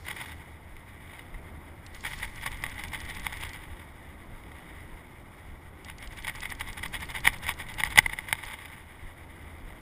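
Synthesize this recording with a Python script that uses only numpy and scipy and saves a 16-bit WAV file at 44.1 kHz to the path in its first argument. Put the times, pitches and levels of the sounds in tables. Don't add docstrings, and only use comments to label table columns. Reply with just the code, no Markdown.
import sys
import numpy as np
from scipy import signal
from scipy.fft import rfft, irfft
from scipy.io import wavfile
from scipy.ndimage import uniform_filter1d

SR = 44100
rng = np.random.default_rng(int(sys.argv[2]) if len(sys.argv) > 2 else 0)


def digitize_waveform(pressure):
    field = np.atleast_2d(pressure).T
    bounded = np.clip(field, -1, 1)
    quanta = np.round(bounded * 32767).astype(np.int16)
    wavfile.write(sys.argv[1], SR, quanta)


N = 432612
TIME_S = np.arange(N) / SR
FREQ_HZ = np.linspace(0, SR / 2, 4097)

# (start [s], length [s], rubbing [dB], pawl [dB], arm effort [0-1])
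HANDLE_TURNS = [(1.946, 0.4, -45.5, -45.5, 0.93), (2.358, .35, -40.5, -45, 1), (2.695, 0.31, -36, -46, 1),
                (3.002, 0.32, -37.5, -43.5, 0.97), (3.328, 0.27, -41.5, -45, 0.83),
                (6.023, .33, -42.5, -49, 0.9), (6.355, .322, -36.5, -46, 0.77),
                (6.678, .335, -35, -47, 0.97), (7.004, 0.33, -31, -45.5, 1),
                (7.332, 0.34, -34.5, -47.5, 0.76), (7.685, 0.36, -33, -45, 1),
                (8.027, 0.33, -38.5, -59, 0.9)]


def pawl(gain_db=20, snap_s=0.0024, echo_s=0.0015, echo_db=-6):
    # (frequency [Hz], gain [dB])
    tick_spectrum = [(1500, -33), (2800, 9), (3800, 5), (5200, 4.5), (7000, 2), (8500, -0.5), (10500, -9),
                     (15000, -42)]
    ticks = teeth()
    snaps = impulses(ticks, lag_s=0.001)
    echoes = undb(echo_db) * impulses(ticks, lag_s=0.00053 + echo_s)
    return undb(gain_db) * ring(chatter(snaps + echoes, snap_s), colour(tick_spectrum))


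def teeth(per_turn=6, pitch_turns=0.151, scatter_db=2.5):
    # (time [s], level [dB])
    lone_teeth = [(1.863, -43.5), (5.846, -44), (5.982, -46), (8.450, -44.5)]
    runs = [(start_s + k * pitch_turns * length_s, db + scatter_db * rng.standard_normal())
            for start_s, length_s, _, db, _ in HANDLE_TURNS for k in range(per_turn)]
    return lone_teeth + runs


def line_hiss(flutter_db=2, rest_db=-77, cranking_db=-69):
    # (time [s], level [dB], half length [s])
    line_runs = [(.13, -61, 0.2), (2.12, -57, 0.16), (2.42, -62, 0.045)]
    spectrum_hz_db = [(2000, -38), (3300, 9), (5500, 8), (7000, 4.5), (9000, -4), (14000, -13)]
    hiss = coloured_noise(spectrum_hz_db)
    winding = undb(effort_db(rest_db, cranking_db))
    return hiss * np.hypot(winding, swells(line_runs)) * undb(flutter_db * walk(90))


def mount_rubbing(slide_db=0.2, slips_per_s=1100, scatter_db=4, smooth_db=-5, judder_db=4):
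    # (time [s], level [dB], half length [s])
    scrapes = [(0.08, -39.5, 0.023), (0.113, -41, 0.028), (0.205, -39, 0.052), (0.289, -44, 0.047),
               (1.15, -52.5, 0.089), (2.061, -29, 0.019), (2.121, -34.5, 0.022), (2.191, -34, 0.011),
               (2.237, -32.5, 0.018), (2.429, -37.5, 0.014), (2.47, -30.5, 0.013), (2.803, -37, 0.0099),
               (3.2, -47, 0.4), (3.433, -27, 0.0061), (4.65, -59, 0.24), (5.882, -44, 0.03),
               (6.246, -36.5, 0.011), (6.29, -34.5, 0.019), (6.428, -33.5, 0.0095), (6.947, -33, 0.014),
               (7.167, -31.5, 0.016), (7.268, -24.5, 0.021), (7.487, -28.5, 0.016), (7.805, -33, 0.012),
               (7.92, -36, .02), (7.983, -16.5, 0.011), (8.49, -44.5, 0.22), (9.6, -60, 0.39)]
    # (frequency [Hz], gain [dB])
    rasp_spectrum = [(400, 2), (1000, -0.5), (2000, -0.5), (3300, 3.5), (4500, 3.5), (8000, 0.5),
                     (15000, 0.5)]
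    sizes = undb(scatter_db * np.minimum(white(), 2))
    slips = (rng.random(N) < slips_per_s / SR) * sizes * np.sign(white())
    grit = unit_rms(unit_rms(slips) + undb(smooth_db) * white())
    drag = np.hypot(arm_surges(), swells(scrapes)) * undb(slide_db)
    sliding = drag * unit_rms(grit * undb(judder_db * walk(170)))
    resting = chafing() * unit_rms(grit + white())
    return ring(sliding, colour(rasp_spectrum)) + resting


def arm_surges():
    # (position [turns], level [dB], half length [s])
    surges = [(0.033, -6, 0.023), (0.307, -2, 0.015), (.49, -1.5, .021), (0.809, -1, 0.02)]
    return swells([(start_s + position * length_s, turn_db + db, half_s)
                   for start_s, length_s, turn_db, _, _ in HANDLE_TURNS
                   for position, db, half_s in surges])


def chafing(rest_db=-55, cranking_db=-51, drift_db=0.9, flicker_db=1.94):
    return undb(effort_db(rest_db, cranking_db) + drift_db * walk(2.61) + flicker_db * walk(40))


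def mount_knocks(gain_db=8, clacks_per_s=35, clack_db=11):
    # (time [s], level [dB])
    blows = [(0.766, -31.5), (2.638, -11.5), (2.664, -18), (2.837, -20), (3.266, -10), (3.422, -28),
             (5.899, -21), (6.246, -22), (6.269, -16), (6.278, -16.5), (6.296, -16), (6.608, -15.5),
             (7.149, -21), (7.274, 1.5), (7.466, -17), (7.491, -7), (7.835, -7), (7.959, -11.5),
             (7.975, 0.5), (7.987, 8), (8.187, -16.5), (8.327, -1.5)]
    spectrum_hz_db = [(200, 0.7), (550, 3.8), (900, -0.42), (1500, -2.4), (2000, 2), (2800, 1.9),
                      (15000, 1.7)]
    light_clacks = (rng.random(N) < clacks_per_s / SR) * arm_surges() * undb(clack_db)
    hits = impulses(blows, lag_s=0.0008) + light_clacks
    rebound = undb(-4) * rebounds(hits)
    rattle = undb(-12) * chatter(hits, decay_s=0.002)
    settling = undb(-16) * chatter(hits, decay_s=0.0084)
    return undb(gain_db) * ring(hits + rebound + rattle + settling, colour(spectrum_hz_db))


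def rebounds(hits, shortest_s=0.0005, longest_s=0.0017):
    onsets = np.flatnonzero(hits)
    wait_s = rng.uniform(shortest_s, longest_s, len(onsets))
    echoes = np.zeros(N)
    echoes[np.minimum(onsets + (wait_s * SR).astype(int), N - 1)] = hits[onsets]
    return echoes


def mount_creaks(slip_hz=2100, waver=0.09, tone_db=-15.5, grit_db=-5):
    # (time [s], level [dB], half length [s])
    creaks = [(1.345, -41, 0.0056), (2.040, -29, 0.0022), (2.229, -25, 0.0026), (2.640, -28, 0.0018),
              (6.523, -22, 0.0013), (8.0625, -17, 0.0024), (8.097, -25.5, 0.0021), (8.134, -24.5, 0.0032)]
    pitch_hz = slip_hz * (1 + waver * walk(309))
    tone = np.sin(2 * np.pi * np.cumsum(pitch_hz) / SR)
    return swells(creaks) * (undb(tone_db) * tone + undb(grit_db) * white())


def case_ring(force, leak_db=-46, skirt=2.6):
    # (frequency [Hz], width [Hz], level [dB])
    main_modes = [(596, 280, -17), (893, 115, -2.5), (1138, 148, -5), (1569, 230, -6), (1928, 179, 1),
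                  (2084, 187, 1), (2255, 202, -4), (2525, 290, -13.5), (2940, 213, -10.5),
                  (3350, 250, -10.5), (3678, 220, -13), (4480, 430, -29), (4970, 220, -21),
                  (5360, 280, -27.5), (6970, 610, -25), (8555, 424, -16.5), (9330, 160, -16),
                  (9940, 260, -10), (10580, 330, -22.5)]
    top_modes = [(11050, 300, -27), (12950, 350, -29), (13600, 350, -27), (14050, 380, -14.5),
                 (15000, 450, -24)]
    edge = 4 * (2 ** (1 / skirt) - 1)
    power = sum(undb(db) ** 2 / (1 + edge * ((FREQ_HZ - hz) / width_hz) ** 2) ** skirt
                for hz, width_hz, db in main_modes + top_modes)
    return ring(force, np.sqrt(power + undb(leak_db) ** 2))


def strap_sway(force, gain_db=-20):
    spectrum_hz_db = [(25, -24), (70, -11), (130, 2.5), (250, -5), (500, -20.5), (2000, -47),
                      (8000, -66)]
    return undb(gain_db) * ring(force, colour(spectrum_hz_db))


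def heartbeat(first_s=0.758, period_s=0.593, level_db=-40.5, half_s=0.038, scatter_db=2):
    spectrum_hz_db = [(12, -22), (24, 8.5), (40, -3), (65, -3.5), (110, -18), (300, -46), (800, -80)]
    rumble = coloured_noise(spectrum_hz_db)
    beats = [(time_s, level_db + scatter_db * rng.standard_normal(), half_s)
             for time_s in np.arange(first_s, N / SR, period_s)]
    return rumble * swells(beats)


def wind(rest_db=-57.5, cranking_db=-43):
    # (frequency [Hz], gain [dB])
    buffet_spectrum = [(12, -7.5), (25, -4), (45, -8.5), (80, -14), (150, -19), (300, -30.5), (800, -72)]
    return coloured_noise(buffet_spectrum) * undb(effort_db(rest_db, cranking_db))


def town(level_db=-48, swell_db=1.03):
    # (frequency [Hz], gain [dB])
    town_spectrum = [(20, -13.5), (52, -4.5), (68, -2.5), (80, 4.5), (100, -5), (135, -7.5), (200, -12.5),
                     (320, -12), (450, -18.5), (900, -18), (1500, -24), (2600, -43), (6000, -76),
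                     (12500, -39.5), (16000, -61)]
    return coloured_noise(town_spectrum) * undb(level_db + swell_db * walk(1.625))


def effort_db(rest_db, cranking_db, ease_s=0.31):
    effort = np.zeros(N)
    for start_s, length_s, _, _, push in HANDLE_TURNS:
        effort[int(start_s * SR):int((start_s + length_s) * SR)] = push
    return rest_db + (cranking_db - rest_db) * uniform_filter1d(effort, int(ease_s * SR))


def swells(rows, skew=0.098):
    power = np.zeros(N)
    for time_s, db, half_s in rows:
        near = slice(max(int((time_s - 3 * half_s) * SR), 0), int((time_s + 3 * half_s) * SR))
        since_s = TIME_S[near] - time_s
        width_s = half_s * (1 + skew * np.sign(since_s))
        power[near] += undb(db) ** 2 * np.exp(-2 * (since_s / width_s) ** 2)
    return np.sqrt(power)


def impulses(rows, lag_s):
    hits = np.zeros(N)
    for time_s, db in rows:
        hits[int((time_s + lag_s) * SR)] += undb(db)
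    return hits


def chatter(hits, decay_s):
    fade = np.exp(-2 * TIME_S[:SR // 10] / decay_s)
    power = signal.fftconvolve(hits ** 2, fade / fade.sum())[:N]
    return np.sqrt(np.abs(power)) * white()


def ring(x, gain):
    cepstrum = irfft(np.log(unit_rms(gain) + 1e-9))
    half = len(cepstrum) // 2
    cepstrum[1:half] *= 2
    cepstrum[half + 1:] = 0
    response = irfft(np.exp(rfft(cepstrum)))
    return signal.oaconvolve(x, response)[:N]


def colour(spectrum):
    hz, db = np.transpose(spectrum)
    return undb(np.interp(np.log(FREQ_HZ + 1), np.log(hz), db))


def walk(rate_hz):
    hold = int(SR / rate_hz)
    steps = np.repeat(rng.standard_normal(N // hold + 1), hold)
    return unit_rms(uniform_filter1d(steps, hold)[:N])


def coloured_noise(spectrum):
    return ring(white(), colour(spectrum))


def white():
    return rng.standard_normal(N)


def unit_rms(x):
    return x / np.sqrt(np.mean(x ** 2))


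def undb(db):
    return 10 ** (np.asarray(db) / 20)


def scene():
    force = mount_rubbing() + mount_knocks() + mount_creaks()
    camera = case_ring(force) + strap_sway(force)
    reel = pawl() + line_hiss()
    return (camera + reel + heartbeat() + wind() + town())[None]


def record(dry, dip_hz=6020, top_hz=15280):
    dip_band = signal.lfilter(*signal.iirpeak(dip_hz, Q=13, fs=SR), dry)
    clipped = np.clip(dry - 0.85 * dip_band, -1, 1)
    lowpass = signal.ellip(12, 0.2, 70, top_hz, fs=SR, output="sos")
    return signal.sosfilt(lowpass, clipped)


dry = scene()
out = record(dry)
digitize_waveform(out)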